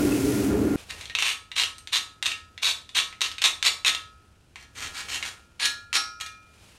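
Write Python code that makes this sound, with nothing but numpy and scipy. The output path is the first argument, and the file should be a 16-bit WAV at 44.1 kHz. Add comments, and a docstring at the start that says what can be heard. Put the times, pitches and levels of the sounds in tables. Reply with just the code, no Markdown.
"""Spray cleaning and wire brushing

An aerosol can sprays a steel steering knuckle over the roar of a shop heater; then the scene changes. A hand
wire brush scrubs the knuckle in short strokes. Wires tick as they land and rasp as they slip, the casting rings
differently at each spot, and the workshop reflects the ticks and rasp."""
import sys
import numpy as np
from scipy import signal
from scipy.fft import rfft, irfft
from scipy.io import wavfile
from scipy.ndimage import uniform_filter1d

SR = 44100
rng = np.random.default_rng(int(sys.argv[2]) if len(sys.argv) > 2 else 0)


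def unload_wav(signal):
    """Save mono or channel-first audio to the path in sys.argv[1] as 16-bit WAV at rate SR, clipped to [-1, 1]."""
    wavfile.write(
        sys.argv[1],
        SR,
        np.round(np.clip(np.atleast_2d(signal).T, -1, 1) * 32767).astype(np.int16),
    )


N = 298987
TIME_S = np.arange(N) / SR
FREQS_HZ = np.fft.rfftfreq(N, 1 / SR)

# Table levels are relative.
# brush strokes: start_s, length_s, level_db, wire_hz, ring_db
BRUSH_STROKES = [ (0.896, 0.015, -32, 1730, 6), (0.955, 0.087, -47.5, 1850, 8), (1.174, 0.15, -26, 2870, 2),
                 (1.554, 0.087, -23, 3000, 3), (1.919, 0.059, -21.5, 3750, 3),
                 (2.249, 0.022, -22.5, 2780, 4), (2.288, 0.036, -33.5, 2800, 14),
                 (2.615, 0.092, -22, 3660, -5), (2.945, 0.046, -20, 3280, 4.5),
                 (3.207, 0.061, -30, 3240, 9.5), (3.415, 0.01, -23.5, 2680, -6),
                 (3.437, 0.029, -15.5, 3670, -2.5), (3.642, 0.038, -17, 3600, -0.5),
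                 (3.857, 0.033, -16.5, 3420, 7.5), (4.563, 0.084, -52, 1800, 3.5),
                 (4.744, 0.13, -36, 1330, 1.5), (4.933, 0.082, -34.5, 1460, 0),
                 (5.078, 0.094, -30, 3040, -4.5), (5.223, 0.067, -34.5, 1420, -9),
                 (5.593, 0.068, -25, 4140, 2.5), (5.934, 0.035, -19.5, 4197, 8),
                 (6.2, 0.01, -35, 2104, -5.5), ]
# head landing or wire snapping free: start_s, level_db, wire_hz
WIRE_TICKS = [(0.8943, -39.5, 3900), (1.011, -30.5, 3900), (1.056, -30, 3560), (1.0985, -28.5, 1840),
              (1.1512, -13.5, 2650), (1.1875, -17, 3010), (1.2241, -13.5, 2880), (1.2642, -21.5, 2700),
              (1.5166, -27, 2200), (1.5645, -19, 3700), (1.5823, -15.5, 3740), (1.783, -35.5, 8500),
              (1.8736, -28.5, 3570), (1.9389, -16.5, 3800), (2.2267, -17.5, 3500), (2.2582, -16, 3770),
              (2.318, -23.5, 2730), (2.578, -30, 1800), (2.6318, -15.5, 3600), (2.8919, -34.5, 3570),
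              (3.0002, -15, 3644), (3.1271, -33.5, 2120), (3.2082, -20.5, 3800), (3.2165, -12, 3800),
              (3.316, -28, 3480), (3.3828, -24.5, 2680), (3.419, -16, 3500), (3.4407, -10.5, 3700),
              (3.6274, -14, 3500), (3.848, -12, 2658), (3.9489, -18, 3350), (4.558, -32, 2130),
              (5.227, -20.5, 2300), (5.598, -26.5, 3040), (5.656, -13, 4400), (5.9294, -17.5, 2900),
              (6.2102, -22.5, 4060), (6.263, -29.5, 4000)]
# wire on steel: freq_hz, level_db
RASP_SPECTRUM = [(100, -33.5), (300, -18), (620, -15.5), (1020, -6), (1500, -5.5), (2300, 2), (4100, -2.5),
                 (5200, -5), (6900, -5), (7600, -9), (9000, -9), (10500, -22.5), (12000, -17),
                 (14000, -39.5)]
# brush head resonances: freq_hz, half_width_hz, boost_db
HEAD_MODES = [(1100, 100, 4), (2704, 110, 4), (3547, 100, 2.5), (3753, 162, 5.5), (3945, 130, 5.5),
              (4320, 52, 5.5)]
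# knuckle modes (lowest two with the floor boards) and their level at each brushed spot:
# freq_hz, t60_s, arm_db, flank_db, hub_db, rim_db, tip_db
KNUCKLE_MODES = [ (271.5, 0.35, -41.5, -25.5, -31, -38, -42), (427, 0.17, -40, -24.5, -29, -60, -42),
                 (812, 0.32, -42, -22.5, -35, -29.5, -29), (1286, 0.75, -26, -18.5, -27, -20.5, -6),
                 (1398, 1.09, -40, -20.5, -20, -24.5, -35), (1682, 0.48, -29, -13.5, -8.5, -24, -11.5),
                 (1842, 0.35, -24, -13.5, -20, -38, -9), (2150, 0.3, -35, -28, -35, -26, -14),
                 (2414, 0.83, -44.5, -27, -31, -33.5, -8), (2680, 0.28, -25, -27, -23, -36, -33),
                 (3190, 0.27, -34.5, -13, -14, -55, -44), (3890, 0.35, -40.5, -21, -10.5, -23, -25),
                 (4080, 0.19, -39.5, -20, -25, -16.5, -10), (4073, 0.33, -39, -21, -10.5, -24, -12),
                 (4300, 0.35, -38.5, -19, -10, -23, -22.5), (4810, 0.47, -32.5, -32, -43, -26, -39),
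                 (5430, 0.4, -41.5, -36, -23, -43, -16), (5522, 0.4, -38, -28, -23, -15, -30),
                 (5469, 0.3, -42, -32, -36, -19, -29), (5868, 0.49, -42, -32, -38, -26, -17),
                 (8800, 0.16, -50.5, -25, -14, -43, -31), (9750, 0.17, -47.5, -33, -13.5, -24, -34), ]
# brush moves to the next spot: time_s
SPOT_MOVES_S = [4.4, 5.5, 5.9, 6.19]
# rasp brightness per spot: treble_db
TREBLE_BY_SPOT_DB = [2, 2, -3.5, -0.5, 0]
# low shelf per spot: body_db
BODY_BY_SPOT_DB = [-1, 0.5, -2.5, -3, -7]
# head resonance per spot, strongest lying flat on the arm: boost_share
HEAD_SHARE_BY_SPOT = [0.9, 0.12, 0.27, 0.16, 0.18]
# light knocks as the brush is placed: start_s, level_db
KNOCKS = [(0.895, -45), (0.95, -44), (1.1, -37.5)]
# aerosol jet: freq_hz, level_db
JET_SPECTRUM = [(500, -19), (1500, 3.5), (2650, 5.5), (3100, 2), (4500, 1.5), (6200, 3), (8000, 2),
                (12000, 0.5), (13400, -7), (16000, -4)]
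# heater flame: freq_hz, level_db
ROAR_SPECTRUM = [(25, -39), (42, -7), (60, 0), (120, 3), (175, -3), (320, 3), (450, -2), (540, -8),
                 (900, -17), (2200, -25.5), (3500, -36), (16000, -65)]
# heater duct resonances: freq_hz, half_width_hz, level_db
DUCT_MODES = [(211, 7, -8.5), (272.3, 2.8, -6.5), (297.3, 9.9, -5), (387, 11, -13), (418.5, 7.9, -11.5),
              (1403, 27, -23.5)]
# arm movements: middle_s, half_length_s, rustle_db, rumble_db
ARM_MOVES = [(0.797, 0.034, -47, -68), (0.974, 0.12, -48, -52), (4.855, 0.071, -47, -49),
             (5.14, 0.17, -48, -61), (6.676, 0.16, -59.5, -77)]
# sleeve rustle: freq_hz, level_db
SLEEVE_SPECTRUM = [(150, -1), (400, 1.5), (2000, -3), (2650, 2.5), (3300, -1.5), (6000, -5.5), (9500, -8),
                   (12000, -15), (15000, -24.5)]
# quiet shop: freq_hz, level_db
AIR_SPECTRUM = [(15, -50), (25, -14), (82, 1), (130, -10.5), (175, -12), (200, -10), (256, -13.5),
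                (317, -14), (489, -19), (1290, -30.5), (1480, -23), (2910, -48.5), (14400, -49.5),
                (16000, -54)]
# room decay: freq_hz, t60_s
ROOM_DECAY = [(250, 0.63), (700, 0.41), (1700, 0.29), (4500, 0.29), (9000, 0.31), (14000, 0.26)]


def brush_strokes(slips_per_s=4000, spread_db=4, clump_db=1.5, clump_hz=150,
                  touch_share=0.15, hardest_share=0.73, land_db=-7.5, lift_db=-3.5, release_s=0.011):
    """Wires catch and slip in clumps as pressure swells. Returns rasp and power fed to the steel."""
    rasp, power = np.zeros((2, N))
    sizes = amp(spread_db * np.minimum(rng.exponential(1, N), 4)) * rng.choice([-1, 1], N)
    slipping = rng.random(N) < slips_per_s / SR
    slips = unit_rms(sizes * slipping * amp(clump_db * flutter(clump_hz)))
    for start_s, length_s, level_db, wire_hz, ring_db in BRUSH_STROKES:
        span = slice(round(start_s * SR), round((start_s + length_s + .1) * SR))
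        t = TIME_S[span] - start_s
        pressure = amp(level_db + np.interp(t / length_s, [0, hardest_share, 1], [land_db, 0, lift_db]))
        pressure *= np.clip(t / (touch_share * length_s), 0, 1)  # wires land one after another
        pressure *= np.exp(-np.maximum(t - length_s, 0) / release_s)
        drive = unit_rms(slips[span] * pressure) * np.sqrt(np.mean(pressure ** 2))
        click = wire_click(start_s, wire_hz, TREBLE_BY_SPOT_DB[spot_at(start_s)])
        add(rasp, start_s, signal.fftconvolve(drive, click))
        add(power, start_s, (pressure * amp(ring_db)) ** 2)
    return rasp, power


def wire_ticks(gain_db=18, ring_db=-2, scatter=0.089, scatter_s=0.0079, size=600,
               neutral_hz=3680, treble_db_per_octave=9.5):
    """One hard contact, then neighbouring wires land. Returns ticks and power fed to the steel."""
    ticks, power = np.zeros((2, N))
    for start_s, level_db, wire_hz in WIRE_TICKS:
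        contact = scatter * rng.standard_normal(size) * np.exp(-TIME_S[:size] / scatter_s)
        contact[0] = 1
        treble_db = treble_db_per_octave * np.log2(wire_hz / neutral_hz)  # shorter wires are brighter
        tick = signal.fftconvolve(contact, wire_click(start_s, wire_hz, treble_db))
        tick *= amp(level_db + gain_db) / np.linalg.norm(tick)
        add(ticks, start_s, tick)
        add(power, start_s, (tick * amp(ring_db)) ** 2)
    return ticks, power


def wire_click(start_s, wire_hz, treble_db, wire_db=6, half_width_hz=350,
               treble_hz=5000, body_hz=750, flex_share=0.036, ripple_db=2.5, size=4096):
    """One wire slips: a unit-energy click coloured by its tuft and the brush head."""
    hz = np.fft.rfftfreq(size, 1 / SR)
    spot = spot_at(start_s)
    level_db = curve(RASP_SPECTRUM, hz) + wire_db * resonance(hz, wire_hz, half_width_hz)
    flex = 1 + flex_share * rng.uniform(-1, 1)  # grip detunes the head at each contact
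    head_db = sum(db * resonance(hz, mode_hz * flex, half_hz) for mode_hz, half_hz, db in HEAD_MODES)
    level_db += HEAD_SHARE_BY_SPOT[spot] * head_db
    level_db += treble_db * hz ** 4 / (hz ** 4 + treble_hz ** 4)
    level_db += BODY_BY_SPOT_DB[spot] / (1 + (hz / body_hz) ** 4)
    overtones = uniform_filter1d(rng.standard_normal(len(hz)), size=9)  # other wires touch each time
    overtones = unit_rms(uniform_filter1d(overtones, size=7))
    level_db += ripple_db * overtones * np.minimum(hz / treble_hz, 1)
    cepstrum = irfft(np.log(amp(level_db)))
    click = irfft(np.exp(2 * rfft(cepstrum[:size // 2], size)))[:size // 2]  # minimum phase
    return click / np.linalg.norm(click)


def knuckle_ring(power, fill_s=0.03):
    """Small kicks build energy in each mode, by how much it moves at the brushed spot."""
    spot, ring = spot_at(TIME_S), np.zeros(N)
    for hz, t60_s, *spot_db in KNUCKLE_MODES:
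        retained = np.exp(-2 * np.log(1000) / (t60_s * SR))
        drive = power * amp(spot_db)[spot] ** 2 + 1e-20
        energy = signal.lfilter([1 / (fill_s * SR)], [1, -retained], drive)
        ring += np.sqrt(2 * energy) * np.sin(2 * np.pi * (hz * TIME_S + rng.random()))
    return ring


def knock_chinks(pitch_hz=1860, t60_s=0.25):
    """Each light knock leaves one thin, dying tone in the steel."""
    chinks, t = np.zeros(N), TIME_S[:SR]
    tone = np.exp(-np.log(1000) * t / t60_s) * np.sin(2 * np.pi * pitch_hz * t)
    for start_s, level_db in KNOCKS:
        add(chinks, start_s, amp(level_db) * tone)
    return chinks


def aerosol(open_db=-36.5, ease_at_s=0.43, ease_s=0.12, ease_db=-8, sputter_db=1, sputter_hz=300,
            chirp_at_s=0.126, chirp_half_s=0.0043, chirp_hz=2620, chirp_db=-29):
    """The jet hisses, sputters with droplets and chirps once; then the finger eases off."""
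    eased = np.clip((TIME_S - ease_at_s) / ease_s, 0, 1)
    jet_db = open_db + ease_db * eased + sputter_db * flutter(sputter_hz)
    hiss = amp(jet_db) * spectrum_noise(JET_SPECTRUM)
    chirp = amp(chirp_db) * swell(chirp_at_s, chirp_half_s) * np.sin(2 * np.pi * chirp_hz * TIME_S)
    return hiss + chirp


def heater(gain_db=-23, roar_gain_db=-4, waver_db=1.07, waver_hz=6.7):
    """A wavering, turbulent flame roars and excites narrow duct resonances."""
    roar = amp(roar_gain_db) * spectrum_noise(ROAR_SPECTRUM)
    duct = sum(amp(db) * noise(resonance(FREQS_HZ, hz, half_hz)) for hz, half_hz, db in DUCT_MODES)
    return amp(gain_db + waver_db * flutter(waver_hz)) * (roar + duct)


def room_echoes(sound, first_s=0.00079, build_s=0.0036, taps_per_s=5000):
    """Dense reflections off floor, tools and walls; each band decays at its own rate."""
    taps = rng.choice([-1, 1], SR) * (rng.random(SR) < taps_per_s / SR)
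    build_up = 1 - np.exp(-np.maximum(TIME_S[:SR] - first_s, 0) / build_s)
    hz, t, bands = signal.stft(taps * build_up, SR, nperseg=256)
    decay = np.exp(-np.log(1000) * t / curve(ROOM_DECAY, hz)[:, None])
    tail = signal.istft(bands * decay, SR)[1]
    return signal.fftconvolve(sound, tail / np.linalg.norm(tail))[:N]


def shop_background(air_db=-60.5, rest_rustle_db=-66, rest_rumble_db=-61, move_rumble_gain_db=-3,
                    rumble_hz=80, half_width_hz=35, crease_db=1, crease_hz=60):
    """Still air, plus low rumble and sleeve rustle that swell as the arms move."""
    rustle_gain, rumble_gain = amp(rest_rustle_db), amp(rest_rumble_db)
    for middle_s, half_length_s, rustle_db, rumble_db in ARM_MOVES:
        move = swell(middle_s, half_length_s)
        rustle_gain += amp(rustle_db) * move
        rumble_gain += amp(rumble_db + move_rumble_gain_db) * move
    air = amp(air_db) * spectrum_noise(AIR_SPECTRUM)
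    rumble = rumble_gain * noise(resonance(FREQS_HZ, rumble_hz, half_width_hz))
    sleeves = rustle_gain * amp(crease_db * flutter(crease_hz)) * spectrum_noise(SLEEVE_SPECTRUM)
    return air + rumble + sleeves


def spot_at(time_s):
    """Index of the spot under the brush."""
    return np.searchsorted(SPOT_MOVES_S, time_s)


def amp(db):
    """Decibels to gain."""
    return 10 ** (np.asarray(db) / 20)


def unit_rms(x):
    """Scales to rms 1."""
    return x / np.sqrt(np.mean(x ** 2) + 1e-20)


def curve(points, hz):
    """Interpolates (freq_hz, value) rows over log frequency."""
    points_hz, values = np.transpose(points)
    return np.interp(np.log(hz + 1), np.log(points_hz + 1), values)


def resonance(hz, centre_hz, half_width_hz):
    """Lorentzian peak of height 1."""
    return 1 / (1 + ((hz - centre_hz) / half_width_hz) ** 2)


def swell(middle_s, half_s):
    """Gaussian envelope of height 1."""
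    return np.exp(-((TIME_S - middle_s) / half_s) ** 2)


def add(mix, start_s, sound):
    """Mixes a sound in at start_s."""
    part = mix[round(start_s * SR):][:len(sound)]
    part += sound[:len(part)]


def noise(gain):
    """Unit-rms noise shaped by a gain per frequency."""
    return unit_rms(irfft(rfft(rng.standard_normal(N)) * gain, N))


def spectrum_noise(spectrum):
    """Unit-rms noise shaped by (freq_hz, level_db) rows."""
    return noise(amp(curve(spectrum, FREQS_HZ)))


def flutter(rate_hz):
    """Unit-rms random drift up to rate_hz."""
    return noise(1 / (1 + (FREQS_HZ / rate_hz) ** 4))


def scene(spray_end_s=0.759, direct_db=0.5, rasp_room_db=-4, tick_room_db=-3):
    """Spray and heater first, then brushing."""
    rasp, rasp_power = brush_strokes()
    ticks, tick_power = wire_ticks()
    echoes = room_echoes(amp(rasp_room_db) * rasp + amp(tick_room_db) * ticks)
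    steel = knuckle_ring(rasp_power + tick_power) + knock_chinks()
    brushing = amp(direct_db) * (rasp + ticks) + echoes + steel + shop_background()
    spraying = heater() + aerosol()
    spray_gate = uniform_filter1d((TIME_S < spray_end_s) * 1., size=64)
    return (spray_gate * spraying + (1 - spray_gate) * brushing)[None]


def record(dry):
    """Steep low-pass at 15.9 kHz."""
    lowpass = signal.firwin(511, 15900, window=("kaiser", 9), fs=SR)
    return signal.oaconvolve(dry, lowpass[None], "same")


dry = scene()
out = record(dry)
unload_wav(out)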